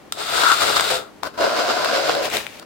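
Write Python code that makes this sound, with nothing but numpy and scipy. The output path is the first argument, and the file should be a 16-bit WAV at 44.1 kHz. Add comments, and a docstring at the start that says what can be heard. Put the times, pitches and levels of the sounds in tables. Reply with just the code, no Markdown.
"""A shoelace drawn through the eyelets of a leather shoe in two long pulls, close to a stereo pair.
The braid hisses over the eyelet's edge and its small slips make the leather ring; now and then it snags.
The hard lace tips tick, and after the second pull the slack lace rustles through the fingers.
The shoe shudders on a table near the microphones, in a small room with a faint steady background."""
import sys
import numpy as np
from scipy import signal
from scipy.fft import rfft, irfft
from scipy.io import wavfile

SR = 44100
rng = np.random.default_rng(int(sys.argv[2]) if len(sys.argv) > 2 else 0)


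def generate_wav(sig):
    """Save sig (samples, or channels by samples) to the path in sys.argv[1] as 16-bit PCM at SR."""
    pcm = np.round(np.clip(np.atleast_2d(sig).T, -1, 1) * 32767).astype(np.int16)
    wavfile.write(sys.argv[1], SR, pcm)


N = 116865
T, HZ = np.arange(N) / SR, np.fft.rfftfreq(2 * N, 1 / SR)


def amp(db):
    """Decibels to gain."""
    return 10 ** (np.asarray(db) / 20)


def unit(x):
    """Scales to rms 1."""
    return x / np.sqrt(np.mean(x ** 2) + 1e-20)


def spectrum(points):
    """Spreads a table over all frequencies, on a log axis."""
    hz, value = np.transpose(points)
    return np.interp(np.log(HZ + 1), np.log(hz + 1), value)


def envelope(rows, column=1):
    """One dB column as a gain over time, silent outside the table."""
    rows = np.array(rows)
    return amp(np.interp(T, rows[:, 0], rows[:, column], left=-120, right=-120))


def swell(centre_s, length_s):
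    """A smooth bump in time."""
    return np.exp(-(2 * (T - centre_s) / length_s) ** 2)


def causal(db):
    """The response with this gain that rings only after its cause."""
    log_gain = np.log(amp(np.maximum(db, db.max() - 100)))
    cepstrum = irfft(log_gain)
    cepstrum[1:N] *= 2
    cepstrum[N + 1:] = 0
    return np.exp(rfft(cepstrum))


def through(x, response):
    """Filters x by a frequency response."""
    return irfft(rfft(x, 2 * N) * response)[..., :N]


# How alike the two microphones hear the shoe: freq_hz, coherence (0-1)
MIC_LIKENESS = [(500, 0.4), (1400, 0.4), (9000, 0.022)]

def at_mics(pair, side_db, lead_rad=0):
    """Blends two signals into a partly alike stereo pair; side_db is always left minus right."""
    a, b = rfft(pair, 2 * N)
    alike = np.clip(spectrum(MIC_LIKENESS), 0, 1)
    right = alike * a * np.exp(-1j * lead_rad) + np.sqrt(1 - alike ** 2) * b
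    return irfft(np.array([a * amp(side_db / 2), right * amp(-side_db / 2)]))[:, :N]


def steady_noise(colour, side_db):
    """Coloured noise at both microphones, rms 1."""
    noise = through(rng.standard_normal((2, N)), amp(spectrum(colour)))
    return unit(at_mics(noise, side_db))


# Colour of the background: freq_hz, level_db
BACKGROUND_COLOUR = [(40, -16.5), (330, -6), (2700, -23.5), (15000, -39.5)]

def background():
    """A faint, dull, even noise behind everything."""
    return amp(-45.5) * steady_noise(BACKGROUND_COLOUR, side_db=2)


def room(x, t60_s=0.22, level_db=-10.5):
    """The short tail of a small room, reaching the microphones 4 ms after the direct sound."""
    t = T[:SR // 2]
    echoes = rng.standard_normal((2, len(t))) * (t > .004) * amp(-60 * t / t60_s)
    return amp(level_db) * signal.fftconvolve(x, echoes / np.linalg.norm(echoes[0]), axes=1)[:, :N]


# Colour of the shoe's shudder on the table: freq_hz, level_db
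SHUDDER_COLOUR = [(28, -54), (72, 4), (115, -9), (148, 9.5), (200, -18)]

def table_shudder():
    """The shoe rumbles on the table, following the leather body of each pull and tug."""
    drive = amp(-13.5) * (envelope(FIRST_PULL) + envelope(HAND_TUGS)) + amp(-22.5) * envelope(SECOND_PULL)
    return drive * steady_noise(SHUDDER_COLOUR, side_db=4.5)


# Narrow resonances of the shoe: freq_hz, lift_db
SHOE_MODES = [(2115, 3), (2800, 3.5), (4950, 4.5), (7400, 5.5), (8650, 6)]

def leather(colour, q=17):
    """A broad colour with the shoe's resonances on top, in dB."""
    return spectrum(colour) + sum(db / (1 + (2 * q * (HZ / hz - 1)) ** 2) for hz, db in SHOE_MODES)


def slips(per_s, spread_db=1.8):
    """Tiny releases of the braid at random moments, a few of them large."""
    size = amp(spread_db * np.minimum(rng.exponential(1, N), 4))
    released = rng.random(N) < per_s / SR
    return size * released * rng.choice([-1., 1.], (2, N))


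# The lace is taken up between the pulls; the hand lands on the shoe at the end: time_s, level_db
HAND_TUGS = [(1.228, -34), (1.236, -31), (1.272, -26), (1.292, -42.5), (1.325, -65), (1.342, -40.5),
             (1.37, -41.5), (2.6, -60), (2.628, -36.5), (2.65, -65)]
# Slack lace slides through the fingers: time_s, level_db
SLACK_SLIDE = [(2.22, -33), (2.255, -22), (2.285, -37), (2.345, -19.5), (2.39, -27.5), (2.47, -41.5),
               (2.6, -42)]
# Colour of that slide: freq_hz, level_db
SLACK_COLOUR = [(200, -10.5), (600, 0), (1000, -7.5), (2600, -4), (12000, -20.5)]

def handling():
    """Lace, fingers and leather rub lightly, a little left of centre."""
    tugs = at_mics(through(slips(per_s=2500), causal(leather(SECOND_COLOUR))), side_db=2.5)
    slide = at_mics(through(slips(per_s=7800), causal(spectrum(SLACK_COLOUR))), side_db=3.5)
    return envelope(HAND_TUGS) * unit(tugs) + envelope(SLACK_SLIDE) * unit(slide)


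# Tips strike or the lace snaps against the eyelet: start_s, ring_db, pitch_hz, crack_db, side_db
TIP_STRIKES = [(0.1231, -11, 1250, -9, 4), (0.8082, -3, 1300, -7.5, 4), (1.2330, -4, 1000, -20, 14),
               (1.8468, -2, 1400, -14, 6), (2.1513, -14, 3800, -17, -1), (2.3005, -21, 7600, -22, 7),
               (2.3695, -10, 2130, -12, 10), (2.467, -16, 2330, -31, 18), (2.597, -29, 7800, -26, 5)]

def lace_tips(crack_s=0.0015, rattle_s=0.007, ring_width_hz=620, low_cut_hz=700):
    """A hard tip lands: a sharp crack in the shoe's resonances, a damped ring and a faint rattle."""
    out = np.zeros((2, N))
    bright_shoe = causal(leather(FIRST_COLOUR) + 3.6 * np.log2(1 + HZ / low_cut_hz))  # 3.6 dB an octave
    for start_s, ring_db, pitch_hz, crack_db, side_db in TIP_STRIKES:
        t = np.maximum(T - start_s, 0)
        ring = np.exp(-np.pi * ring_width_hz * t) * np.sin(2 * np.pi * pitch_hz * t)
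        decay = (T >= start_s) * (np.exp(-t / crack_s) + amp(-19) * np.exp(-t / rattle_s))
        crack = through(decay * rng.choice([-1., 1.], (2, N)), bright_shoe)
        out += (amp(ring_db) * ring + amp(crack_db) * crack) * amp([[side_db / 2], [-side_db / 2]])
    return signal.sosfilt(signal.butter(2, low_cut_hz, "high", fs=SR, output="sos"), out)


def taut_lace(start_s=.9, rise_s=.029, pitch_hz=514):
    """The lace comes taut at the end of the first pull, swells into one hollow note and dies away."""
    age = np.maximum(T - start_s, 0) / rise_s
    note = amp(-24) * age * np.exp(1 - age) * np.sin(2 * np.pi * pitch_hz * T)
    return at_mics(np.array([note, note]), spectrum(FIRST_SIDE))


# The leather's lowest strong resonance: time_s, pitch_hz
HOLLOW_PITCH = [(.7, 700), (1.4, 621), (1.73, 723), (1.85, 546)]

def bending_leather(x, width_hz=29):
    """Adds a hollow ring whose pitch shifts as the lace bends the leather."""
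    pitch_hz = np.interp(T, *np.transpose(HOLLOW_PITCH))
    carrier = np.exp(2j * np.pi * np.cumsum(pitch_hz) / SR)
    pole = np.exp(-np.pi * width_hz / SR)
    ring = 2 * (carrier * signal.lfilter([1 - pole], [1, -pole], x / carrier)).real
    return x + amp(1.5) * ring


def snagging(snags, shoe, length_s=0.0023, top_hz=5000):
    """The braid catches and jerks free, each time a short, dulled knock in the shoe."""
    jerks = sum(amp(db) * swell(start_s + length_s / 2, length_s) for start_s, db in snags)
    dull_shoe = shoe / np.sqrt(np.mean(abs(shoe) ** 2)) / (1 + 1j * HZ / top_hz)
    return through(jerks * rng.choice([-1., 1.], (2, N)), dull_shoe)


# Friction of the braid, in slips_per_s: body, rasp, hiss
SLIP_RATES = [1200, 1600, 7000]
# The eyelet grips harder for a moment: centre_s, length_s, rasp_rise_db
EYELET_GRIPS = [(0.202, 0.06, 10.5), (0.625, 0.044, 5.5), (0.685, 0.038, 4), (0.772, 0.021, 7),
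                (0.912, 0.02, 4.5), (1.442, 0.05, 2), (1.597, 0.063, 4.5), (1.706, 0.043, 4.5),
                (1.959, 0.053, 4), (2.09, 0.053, 3.5)]
# Share of that rise in each band: body, rasp, hiss
GRIP_SHARES = [0.83, 1, 0.96]

def pull(levels, colour, side, lead, snags, body_top_hz=852, rasp_top_hz=1820):
    """Slips and snags in the eyelet excite the leather: a low body, a rasp and the braid's hiss above."""
    shoe, side_db, lead_rad = causal(leather(colour)), spectrum(side), spectrum(lead)
    body, below_hiss = (1 / (1 + (HZ / top) ** 12) for top in (body_top_hz, rasp_top_hz))
    rasp, hiss = below_hiss * (1 - body), 1 - below_hiss
    grip_db = sum(db * swell(centre_s, length_s) for centre_s, length_s, db in EYELET_GRIPS)
    out = np.zeros((2, N))
    for k, band in enumerate([body, rasp, hiss]):
        friction = through(slips(SLIP_RATES[k]), shoe * causal(10 * np.log10(band + 1e-10)))
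        rub = at_mics(bending_leather(friction), side_db, lead_rad)
        out += rub / rub.mean(0).std() * envelope(levels, column=k + 1) * amp(GRIP_SHARES[k] * grip_db)
    return out + at_mics(snagging(snags, shoe), side_db, lead_rad)


# Course of each pull, before the grips: time_s, body_db, rasp_db, hiss_db
FIRST_PULL = [(.15, -46.5, -52.5, -47.5), (.26, -40, -34, -32.5), (.37, -29, -24.5, -23),
              (.45, -31, -18, -23.5), (.532, -38, -17, -22.5), (.56, -34.5, -31, -27),
              (.67, -28, -26.5, -25.5), (.88, -33.5, -30.5, -26.5), (.955, -30.5, -31.5, -26),
              (1.1, -56, -53.5, -68)]
SECOND_PULL = [(1.376, -30.5, -35.5, -37), (1.41, -20.5, -25, -29.5), (1.53, -25.5, -30, -30.5),
               (1.9, -25.5, -27.5, -28.5), (2.12, -23.5, -34, -29), (2.29, -30.5, -36.5, -36)]
# Colour of each pull from close by: freq_hz, level_db
FIRST_COLOUR = [(210, -18.5), (340, -6), (510, -4.5), (700, -3.5), (780, -7.5), (1150, -4.5), (1350, 3.5),
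                (1760, -9.5), (3100, -10.5), (3620, -3), (5700, -16), (8500, -20), (9300, -23),
                (15500, -27.5)]
SECOND_COLOUR = [(120, -36), (200, -31), (240, -11), (440, -8.5), (575, -2), (702, -1), (842, -13),
                 (1010, -3.5), (1190, -8), (1480, -2.5), (1840, -18), (2450, -19), (3120, -20.5),
                 (4300, -16.5), (9200, -36.5), (15500, -40)]
# Where each pull sits between the microphones: freq_hz, side_db
FIRST_SIDE = [(300, 5), (1100, 10.5), (2400, 3.5), (4500, -0.5), (8000, 8.5)]
SECOND_SIDE = [(450, 4), (620, -1.5), (1000, 9.5), (1600, 6.5), (3000, -5.5), (8000, 0)]
# Phase lead at the left microphone: freq_hz, lead_rad
FIRST_LEAD = [(650, -2), (1100, 1)]
SECOND_LEAD = [(250, 2.9), (600, 0.11), (1000, 0.66)]
# Snags of the braid: start_s, level_db
FIRST_SNAGS = [(.4365, -9), (.5175, -7), (.7612, -10), (.7668, -10), (.7962, -9)]
SECOND_SNAGS = [(1.858, -9), (2.0945, -6), (2.104, -10)]

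def lacing():
    """Two long pulls close to the microphones, the first ending with the lace taut."""
    first = pull(FIRST_PULL, FIRST_COLOUR, FIRST_SIDE, FIRST_LEAD, FIRST_SNAGS) + taut_lace()
    return first + pull(SECOND_PULL, SECOND_COLOUR, SECOND_SIDE, SECOND_LEAD, SECOND_SNAGS)


def scene():
    """The lace and hands up close, the table beneath them and the room behind."""
    near = lacing() + handling() + lace_tips()
    return near + room(near) + table_shudder() + background()


def record(dry, low_cut_hz=45, ceiling=.95, top_hz=16000):
    """The recorder cuts the deep bass, rounds peaks near full scale and limits the band."""
    x = signal.sosfilt(signal.butter(2, low_cut_hz, "high", fs=SR, output="sos"), dry)
    x = x / (1 + (x / ceiling) ** 8) ** (1 / 8)
    low_pass = signal.firwin(511, top_hz, window=("kaiser", 9), fs=SR)
    return signal.oaconvolve(x, low_pass[None], "same")


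dry = scene()
out = record(dry)
generate_wav(out)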